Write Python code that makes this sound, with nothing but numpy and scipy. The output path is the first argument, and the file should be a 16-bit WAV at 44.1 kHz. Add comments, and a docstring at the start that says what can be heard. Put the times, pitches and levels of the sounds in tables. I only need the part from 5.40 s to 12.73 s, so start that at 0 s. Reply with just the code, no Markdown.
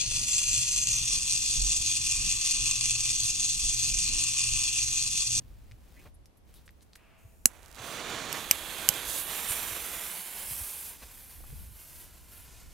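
"""A twin firework fountain is lit on a fence post at night: its fuse sizzles, spits sharp cracks and the
fountain starts to spray. The fire is coloured noise in three bands; each crack is a short noise burst. Before
that a jet lighter clicks in the hand, hisses and snaps alight. The camera backs away from the fire, so it grows
fainter and its echoes shift. Cloth, shoes, low wind and still air are shaped noise, and footsteps, knocks and
the thuds of a crack and a spurt are brief low tones."""
import sys
import numpy as np
from scipy import signal
from scipy.fft import rfft, irfft, next_fast_len
from scipy.io import wavfile
from scipy.ndimage import uniform_filter1d, map_coordinates

SR = 44100
rng = np.random.default_rng(int(sys.argv[2]) if len(sys.argv) > 2 else 0)


def output_pcm(signal):
    """Save a mono or channel-first signal as 16-bit PCM at the path in sys.argv[1].

    Samples are clipped to [-1, 1] before scaling.
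    """
    pcm = np.clip(np.atleast_2d(signal).T, -1, 1) * 32767
    wavfile.write(sys.argv[1], SR, np.round(pcm).astype(np.int16))


N = 323253
TIME = np.arange(N) / SR  # s

# how alike the fire sounds on the left and right: f/Hz, likeness (0 to 1)
FLAME_LIKENESS = [(60, 0.76), (300, 1), (1400, 0.97), (3100, 1), (7000, 0.79), (15000, 1)]


def burning():
    """Gas roars out of the fuse while grains of powder fizz; the colour shifts as the fire burns on."""
    # tone colour of each stage of the burn: f/Hz, level/dB
    first_fuse = [(59, -36), (100, -6.5), (328, -0.5), (398, -0.5), (442, -2.5), (854, -3.5), (1080, -2.5),
                  (1170, -3), (2750, -6), (3470, -4.5), (5190, -12.5), (6420, -7), (8460, -16),
                  (12700, -27), (16000, -30)]
    flare = [(59, -42), (100, -8.5), (260, -5.5), (295, -2.5), (433, -2.5), (513, -1.5), (1030, -4.5),
             (1610, -2), (2220, -4.5), (3400, 0), (5530, -17), (6290, -11.5), (12400, -11.5), (14400, -15),
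             (16000, -24)]
    both_fuses = [(59, -36), (100, -22), (135, -8.5), (492, -1.5), (583, -8), (634, -2.5), (910, -3.5),
                  (1010, -3.5), (3250, -1.5), (4020, -4.5), (4570, -9), (5650, -5), (10000, 1), (14400, 1),
                  (16000, -12)]
    last_fuse = [(76, -45), (130, -13), (207, -9.5), (274, -10), (342, -7.5), (625, -8.5), (765, -6.5),
                 (1290, -8.5), (1640, -6.5), (1890, -7.5), (2890, -4), (5620, -16.5), (10900, -5),
                 (13300, -8), (16000, -14.5)]
    fountain = [(120, -30), (200, -6.5), (491, -4), (538, -6.5), (709, -6), (836, -5), (1020, -4),
                (1180, -7), (1870, -5.5), (2510, -5), (3690, -7), (7010, -4.5), (12200, -2.5), (15100, -7),
                (16000, -17)]
    # stages, each taking over from the last, levels at 1 m before spurts and flicker:
    # start t/s, handover/s, roar/dB, hiss/dB, fizz/dB
    stages = [(2.335, 0.17, -48, -57, -62.5), (2.88, 0.32, -48, -55, -52.5), (3.83, 0.2, -47, -50.5, -45.5),
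              (4.48, 0.33, -50, -51.5, -44.5), (5.47, 0.13, -54.5, -56, -52)]
    # the powder flares up in spurts: start t/s, length/s, rise of roar/dB, of hiss/dB, of fizz/dB
    surges = [(2.38, 0.21, -3, -2.5, 3), (2.664, 0.25, 3, 3, 3), (3.635, 0.22, -1.5, 6, 7),
              (3.774, 0.14, -2.5, -4, 4), (5.04, 0.32, 1, 5, 6.5), (5.303, 0.24, -0.5, 3, 4),
              (5.7, 0.31, -0.5, -0.5, 5), (5.947, 0.48, -2.5, -2.5, 2.5), (6.352, 0.32, 1.5, 3, 6.5),
              (6.56, 0.077, 5.5, 2, 7), (6.87, 0.21, 3.5, 2, 7), (7.036, 0.45, 1, 2.5, -2.5)]

    roar_hiss_fizz_hz = ((0, 4500), (4500, 9000), (9000, SR))
    reached = [np.clip((TIME - start) / handover, 0, 1) for start, handover, *_ in stages]
    reached.append(0)  # nothing takes over from the fountain
    layers = 0
    for k, colour in enumerate([first_fuse, flare, both_fuses, last_fuse, fountain]):
        fade_in = np.sin(np.pi / 2 * reached[k])
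        fade_out = np.cos(np.pi / 2 * reached[k + 1])
        level = amp(stages[k][2:])[:, None, None]
        fire = noise(colour, FLAME_LIKENESS, grain_db=0.87, bands=roar_hiss_fizz_hz)
        layers = layers + fire * level * fade_in * fade_out

    surge_db = 0
    for start, length, *rise_db in surges:
        surge_db = surge_db + np.outer(rise_db, between(start, start + length, rise=0.055, fall=0.058))
    # a quick sputter and a slower waver
    sputter_db = 0.66 * drift(90) + 1.06 * drift(14)
    flame = (layers * amp(surge_db + sputter_db)[:, None]).sum(axis=0)
    return shade_left(flame, depth=0.39 * (1 - reached[-2]))  # the shade goes as the fountain starts


def spurt():
    """A brief bright spurt of noise as the fire takes hold of the second fuse."""
    # f/Hz, level/dB
    colour = [(500, -19), (3000, -7.5), (5500, -17.0), (8000, -2.5),
              (10300, 1.0), (11700, 0.0), (13000, -18), (16000, -16)]
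    start_s, rise_s, decay_s, level_db = 4.065, 0.038, 0.049, -36  # level at 1 m
    age = TIME - start_s
    rise = np.clip(age / rise_s, 0, 1)
    decay = np.exp(-np.maximum(age - rise_s, 0) / decay_s)
    return amp(level_db) * rise * decay * noise(colour, FLAME_LIKENESS, grain_db=3.5)


def at_camera(flame):
    """Distance sets the flame's level, its side and the lag of its echoes."""
    # the camera backs away from the post: t/s, distance/m
    backing_away = [(3.7, .42), (4.35, .52), (4.67, .65), (5.2, .98), (5.67, 1.62), (6.1, 2.09),
                    (6.85, 2.75), (7.33, 2.98)]
    distance, = curves(backing_away)
    # the flame lies to the right, less so from further off: -3 dB left against right at 1 m
    direct = flame / distance * panned(-3 / distance)

    # the fuse swings about, so the paths by way of the two tubes and the post wander
    tubes = 0
    for lag_s in (.0008, .0013, .0019):
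        tubes = tubes + echo(direct, lag_s * (1 + .09 * drift(2)), db=-20)
    post_m = .52 * (1 + .04 * drift(2.5))

    # the narrow post throws back only the short waves, and mostly to a listener close by
    short_waves = direct - uniform_filter1d(direct, size=7, axis=1)
    post_reach_m = 1.05
    treble = short_waves / (1 + (distance / post_reach_m) ** 4)
    post = bounce(treble, distance, post_m, db=-9.5)
    ground = bounce(direct, distance, image_m=2.55, db=-7)
    return direct + tubes + post + ground


def bounce(x, distance, image_m, db):
    """The echo from the flame's mirror image, image_m to the side: its lag shrinks as the camera backs away."""
    sound_m_per_s = 343
    path = np.hypot(distance, image_m)
    return echo(x, (path - distance) / sound_m_per_s, db) * distance / path


def cracks():
    """Pockets of powder burst in the fuse: each gives a sharp noise burst and a puff of gas."""
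    # t/s, level/dB, length/s, left against right/dB, gas puff level/dB
    pockets = [(2.9277, -21.5, 0.00084, -7, -42), (3.1114, -3.5, 0.00083, -2, -17),
               (3.384, -32.5, 0.00087, -1, -50), (3.489, -5, 0.0011, -4.5, -35),
               (3.538, -35.5, 0.0033, -8, -50)]
    # tone colour of a crack: f/Hz, level/dB
    crack_colour = [(100, -31), (300, -15), (1300, -23), (2000, -6), (2400, 3), (2750, 6.5), (3050, 1),
                    (3550, -20), (4600, -6.5), (5900, 3), (7200, -3.5), (8400, 5.5), (9800, -10.5),
                    (11800, 3.5), (13200, 0.5), (14400, -2), (16000, -29)]
    out = np.zeros((2, N))
    for s, db, length, side_db, puff_db in pockets:
        crack = bang(length, crack_colour, ring_db=-1.0, ring_s=0.00166, apart=0.76)
        add(out, s, amp(db) * panned(side_db) * crack)
        add(out, s, puff(puff_db, push_s=0.00069))
    return outdoors(out, echo_s=0.0059, echo_db=-24, scatter_db=-15.5, t60=0.082)


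def singeing():
    """Single grains crackle at the tip of the fuse before it catches: random clicks with a short ring."""
    # tone colour of one grain: f/Hz, level/dB
    grain_colour = [(1000, -25), (4000, 0), (9000, -2), (16000, -10)]
    start_s, end_s, grains_per_s, level_db, spread_db = 2.21, 2.37, 820, -60, 13
    strikes = rng.random(N) < grains_per_s / SR
    strengths = amp(spread_db * np.minimum(rng.exponential(1, N), 3))
    crackle = evened(signal.oaconvolve(strikes * strengths, causal(grain_colour))[:N])
    return amp(level_db) * crackle * between(start_s, end_s) * panned(-12)


def lighter():
    """Gas hisses and whistles faintly, the striker snaps and knocks the case, and the jet flame burns."""
    # tone colours of gas flow, open nozzle, jet flame and striker: f/Hz, level/dB
    gas_colour = [(300, -15), (650, -6), (1100, -4), (1800, -5), (2200, -4.5), (2650, 0), (3100, -10),
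                  (3700, -16), (6000, -24)]
    nozzle_colour = [(3500, -21), (6500, 6.5), (10000, 5), (13000, 6), (16000, 2)]
    torch_colour = [(88, -44), (150, -14), (286, -2), (555, 0), (637, 3), (2360, -3), (3490, -7.5),
                    (5250, -15), (6140, -9.5), (10600, -11), (16000, -17)]
    snap_colour = [(180, -7.5), (300, -20), (900, -20), (1640, -7), (2070, -17), (2400, -5), (2850, -3),
                   (3400, -24), (4090, -7), (5900, -4.5), (6410, 0), (7690, 5.5), (8640, -8.5), (9880, 4.5),
                   (10900, -2.5), (14000, -3.5), (16000, -54.5)]
    # flow starts, the nozzle opens, the striker snaps, the flame goes out
    flow_s, nozzle_s, strike_s, out_s = 1.55, 1.775, 2.0567, 2.42

    # a thin, slightly unsteady tone near 655 Hz
    whistle = np.sin(2 * np.pi * np.cumsum(655 + 3 * drift(40)) / SR) * amp(1.2 * drift(26.7))
    whistle *= amp(-71.5) * between(flow_s, strike_s, rise=0.054, fall=.1)
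    # once the nozzle is open, the flow noise sags by 59 dB per second
    flow_db = -65 - 59 * np.maximum(TIME - nozzle_s, 0)
    flow = amp(flow_db) * between(flow_s, strike_s, rise=0.044) * noise(gas_colour)
    hiss = amp(-69.5) * noise(nozzle_colour) * between(nozzle_s, strike_s, rise=0.012)
    # the nozzle nears the post, so its echo draws closer
    lag_s = .00062 - .0003 * (TIME - nozzle_s)
    gas = flow + hiss + echo(hiss, lag_s, db=-9) + whistle

    lit = between(strike_s, out_s, rise=0.011)
    flame = amp(-56.5) * noise(torch_colour, grain_db=2.0) * amp(1.1 * drift(140)) * lit * panned(-8.0)

    snap = np.zeros((2, N))
    click = bang(.0013, snap_colour, ring_db=-3, ring_s=0.0014, apart=0.45)
    add(snap, strike_s, amp(-2.5) * panned(-4) * click)
    add(snap, strike_s, puff(-13.0, push_s=0.00033))

    case = np.zeros((2, N))
    t = np.arange(SR // 10) / SR
    knock = np.sin(2 * np.pi * 235 * t) * (t / 0.002) * np.exp(-t / 0.002)
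    add(case, strike_s, amp(-18) * knock * panned(-17))
    return gas + flame + case + outdoors(snap, echo_s=0.0044, echo_db=-27, scatter_db=-16.5, t60=0.069)


def handling():
    """Ringing bursts tick in the hand, swells of filtered noise scuff, and grainy noise rustles as cloth."""
    # the lighter clicking in the hand: t/s, level/dB, resonance f/Hz, top f/Hz
    ticks = [(0.3128, -50, 2190, 6000), (.319, -50.5, 2300, 6000), (0.8575, -52.5, 5460, 12100),
             (1.1406, -52, 10000, 14000), (1.2785, -47.5, 1770, 5000), (1.2912, -48.5, 1950, 4500),
             (1.307, -60, 13000, 16000), (1.4082, -59, 4000, 8000), (1.5326, -49.5, 4250, 7000),
             (1.5544, -48, 4020, 14000), (1.557, -44.5, 1750, 12000)]
    # scuffs of sleeves and shoes: t/s, length/s, level/dB, start f/Hz, width/Hz, glide/Hz
    scuffs = [(0.54, 0.097, -66, 1580, 450, 1200), (0.643, 0.046, -58, 450, 1200, 0),
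              (.645, 0.041, -66.5, 2300, 1400, 0), (0.737, .02, -68.5, 10300, 2000, 0),
              (0.967, 0.013, -69, 11000, 6000, 0), (1.13, 0.061, -67.5, 10500, 7000, 0),
              (1.124, 0.092, -70.5, 3700, 2000, 0), (1.251, .025, -67.5, 10000, 6000, -1000),
              (1.411, 0.03, -66.5, 7000, 9000, 0), (5.611, 0.039, -53, 1500, 6500, 0),
              (5.998, 0.018, -61, 500, 900, 0), (6.031, 0.019, -58, 700, 1600, 0),
              (6.098, 0.012, -59.5, 1500, 5000, 0), (6.122, 0.017, -61.5, 300, 500, 0),
              (7.076, 0.032, -67, 300, 400, 0)]
    # clothes rustle as the arm moves: start t/s, end t/s, rise/s, fall/s, level/dB
    rustles = [(-.05, 0.553, 0.044, 0.28, -66), (0.37, 0.72, .22, 0.065, -60.5),
               (1.03, 1.31, 0.066, 0.093, -65.5), (1.25, 1.68, 0.12, .1, -73.5)]
    # tone colour of cloth: f/Hz, level/dB
    cloth_colour = [(300, 9), (1000, -0.5), (2500, -1), (5000, -5), (11000, -7), (16000, -5.5)]

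    out = np.zeros((2, N))
    for s, db, hz, top_hz in ticks:
        tick = burst(.0012, ring_db=-6, ring_s=.0022)
        passband = signal.butter(2, [1100, np.clip(top_hz, 2000, SR * .45)], "band", fs=SR)
        ringing = tick + amp(10.5) * resonate(tick, hz, width=490)
        rung = signal.lfilter(*passband, ringing)
        # filtering leaves the tick's energy unchanged
        add(out, s, amp(db) * rung * np.linalg.norm(tick) / np.linalg.norm(rung))

    for s, length, db, start_hz, width, glide_hz in scuffs:
        n = round(length * SR)
        hz = start_hz + np.linspace(0, glide_hz, n)
        rub = resonate(rng.standard_normal(SR // 4)[:n], hz, width)
        rub = resonate(rub, hz, width)
        add(out, s, amp(db) * evened(rub * np.hanning(n)))

    strokes = sum(amp(db) * between(*stroke) for *stroke, db in rustles)
    rustle = strokes * noise(cloth_colour, grain_db=2.5)
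    return outdoors(out, echo_s=0.0095, echo_db=-36, scatter_db=0, t60=0.073) + rustle


def night():
    """Still air and low wind are noise; footsteps, soft knocks and the thuds of a crack and a spurt are brief
    low tones."""
    # strength of the wind, before a trim and gusts: t/s, level/dB
    wind = [(0.0, -53), (0.96, -63), (4.57, -57.5), (4.82, -65), (5.22, -52), (5.29, -62), (6.2, -52),
            (6.43, -60.5), (7.33, -55)]
    # tone colours of wind and still air: f/Hz, level/dB
    gust_colour = [(8.8, -37), (15, -1.5), (37, 0.5), (60, 3), (113, -8.5), (173, -18.5), (300, -25),
                   (390, -43), (660, -120)]
    air_colour = [(88, -36.5), (150, 0.5), (414, -8.5), (662, -10.5), (1500, -20), (2270, -22), (7920, -30),
                  (9820, -28.5), (12400, -30), (16000, -45)]
    # low thumps: footsteps, soft knocks, the thud of a crack and of a spurt: t/s, length/s, level/dB, f/Hz
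    low_thumps = [(0.297, 0.073, -53.5, 110.5), (1.843, 0.03, -48.5, 87), (2.393, 0.029, -50, 103),
                  (3.488, 0.018, -42.5, 139), (4.098, 0.019, -44, 80), (4.313, 0.022, -48, 80),
                  (5.102, .03, -48.5, 110), (5.193, .05, -46.5, 79), (5.62, 0.068, -50.5, 54.7),
                  (6.118, 0.029, -48.5, 133), (6.2, 0.029, -58.5, 189), (6.303, 0.025, -53, 105),
                  (7.075, 0.019, -58, 140)]

    trim_db, gust_db, gusts_per_s = 3.5, 2, 7
    wind_db = curves(wind)[0] + trim_db + gust_db * drift(gusts_per_s)
    out = amp(wind_db) * noise(gust_colour, same=((1, 0.38),))
    out = out + amp(-65.5) * noise(air_colour, same=((1, 0.06),))
    for s, length, db, hz in low_thumps:
        t = np.arange(round(length * SR)) / SR
        tone = np.sin(2 * np.pi * (hz * t + rng.random()))
        add(out, s, amp(db) * evened(np.hanning(len(t)) * tone))
    return out


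def bang(length, spectrum, ring_db, ring_s, apart):
    """A burst at the two microphone ports; so close up, each port hears a partly different wave."""
    shared, left, right = [burst(length, ring_db, ring_s) for _ in range(3)]
    pair = np.array([shared + apart * left, shared + apart * right]) / np.hypot(1, apart)
    coloured = signal.fftconvolve(pair, causal(spectrum)[None], axes=1)
    return shade_left(coloured, depth=0.32)


def burst(length, ring_db, ring_s, size=4096, count=6):
    """A dense cluster of shocks with an even spectrum, then a short ring; its energy is that of length s at rms 1."""
    t = np.arange(size) / SR
    shape = np.maximum(t < length, amp(ring_db) * np.exp(-t / ring_s))
    x = rng.standard_normal(size) * shape
    for _ in range(count):  # even out the spectrum while keeping the envelope
        x = irfft(np.exp(1j * np.angle(rfft(x))))
        local_level = np.sqrt(abs(uniform_filter1d(x ** 2, size=24)) + 1e-12)
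        x = x * shape / local_level
    return x / np.linalg.norm(x) * np.sqrt(length * SR)


def puff(db, push_s):
    """A small blast of gas: a quick push, then a longer suck."""
    u = np.arange(SR // 50) / SR / push_s
    return amp(db) * (1 - u) * np.exp(-u) * panned(-14)


def shade_left(pair, depth):
    """Sound from close on the right loses its upper middle on the way round to the left port."""
    return np.array([pair[0] - depth * resonate(pair[0], 2940, 1100), pair[1]])


def echo(x, lag_s, db):
    """A reflection whose path changes: it combs the hiss, and the comb slides."""
    late = (TIME - lag_s) * SR
    return amp(db) * np.array([map_coordinates(side, [late], order=3) for side in x])


def outdoors(x, echo_s, echo_db, scatter_db, t60, size=8192):
    """One bounce off the ground and a brief scatter from the fence and grass, fading 60 dB in t60 s."""
    t = np.arange(size) / SR
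    # small things throw back mostly the short waves
    tail = np.diff(rng.standard_normal((2, size + 1))) * amp(-60 * t / t60) * (t > .002)
    tail *= amp(scatter_db) / np.linalg.norm(tail[0])
    tail[:, round(echo_s * SR)] += amp(echo_db)
    return x + signal.oaconvolve(x, tail, axes=1)[:, :N]


def noise(spectrum, same=((1, .8),), grain_db=0, bands=((0, SR),)):
    """Stereo noise in the given bands, each of rms 1; grain_db clumps it into tiny bursts."""
    size = next_fast_len(N, True)
    hz = np.fft.rfftfreq(size, 1 / SR)
    a, b = rfft(rng.standard_normal((2, N)) * amp(grain_db * drift(1500)), size)
    likeness = np.clip(read(same, hz), 0, 1)
    right = likeness * a + np.sqrt(1 - likeness ** 2) * b
    pair = np.array([a, right]) * amp(read(spectrum, hz))

    def below(edge):
        """Gain that passes what lies below the edge in Hz."""
        return 1 / (1 + (hz / (edge + 1e-3)) ** 12)

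    return np.squeeze([evened(irfft(pair * (below(hi) - below(lo)), size)[:, :N]) for lo, hi in bands])


def drift(per_s):
    """A smooth random wander of rms 1 that picks a new value per_s times a second."""
    knots = rng.standard_normal(N // 16)
    return evened(np.interp(TIME * per_s, np.arange(len(knots)), knots))


def resonate(x, hz, width):
    """A resonance of gain 1 that can follow a moving frequency."""
    turn = np.exp(2j * np.pi * np.cumsum(hz * np.ones(x.shape[-1])) / SR)
    r = np.exp(-np.pi * abs(width) / SR)
    # shift the frequency down to zero, smooth, shift back up
    return 2 * (turn * signal.lfilter([1 - r], [1, -r], x / turn)).real


def causal(spectrum, size=2048):
    """The ring with this spectrum whose energy comes as early as possible (minimum phase); energy 1."""
    log_gain = np.log(amp(read(spectrum, abs(np.fft.fftfreq(size, 1 / SR)))))
    ring = np.fft.ifft(np.exp(np.conj(signal.hilbert(log_gain)))).real
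    return ring / np.linalg.norm(ring)


def between(start, end, rise=0.005, fall=0.005):
    """Attack, hold and release, from 0 to 1 and back; times in s."""
    return np.clip((TIME - start) / rise, 0, 1) * np.clip((end - TIME) / fall, 0, 1)


def panned(db):
    """Left and right gains, mean 1, for a left-right level difference."""
    g = np.atleast_1d(amp(db))
    return np.array([g, np.ones_like(g)]) * 2 / (1 + g)


def add(mix, s, sound):
    """Mix a sound in from time s, cut off at the end."""
    part = mix[:, round(s * SR):][:, :sound.shape[-1]]
    part += sound[..., :part.shape[-1]]


def curves(rows):
    """Each column of a table of (t/s, ..) rows, drawn out to every sample."""
    s, *columns = np.transpose(rows)
    return [np.interp(TIME, s, c) for c in columns]


def read(points, hz):
    """Value of a (f/Hz, value) table at any frequency, on a logarithmic frequency scale."""
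    f, value = np.transpose(points)
    return np.interp(np.log(hz + 1), np.log(f + 1), value)


def evened(x):
    """Scale to rms 1."""
    return x / np.sqrt(np.mean(x ** 2) + 1e-20)


def amp(db):
    """Decibels to a gain."""
    return 10 ** (np.asarray(db) / 20)


def scene():
    """The fire heard from the moving camera, with the close sounds and the night around it."""
    fire = at_camera(burning() + spurt())
    return fire + singeing() + cracks() + lighter() + handling() + night()


def record(dry):
    """Peaks beyond full scale overload the input and are cut flat; then the top is cut off at 15850 Hz."""
    low_pass = signal.firwin(301, 15850, window=("kaiser", 8), fs=SR)
    return signal.oaconvolve(np.clip(dry, -1, 1), low_pass[None], "same")


dry = scene()
out = record(dry)
output_pcm(out)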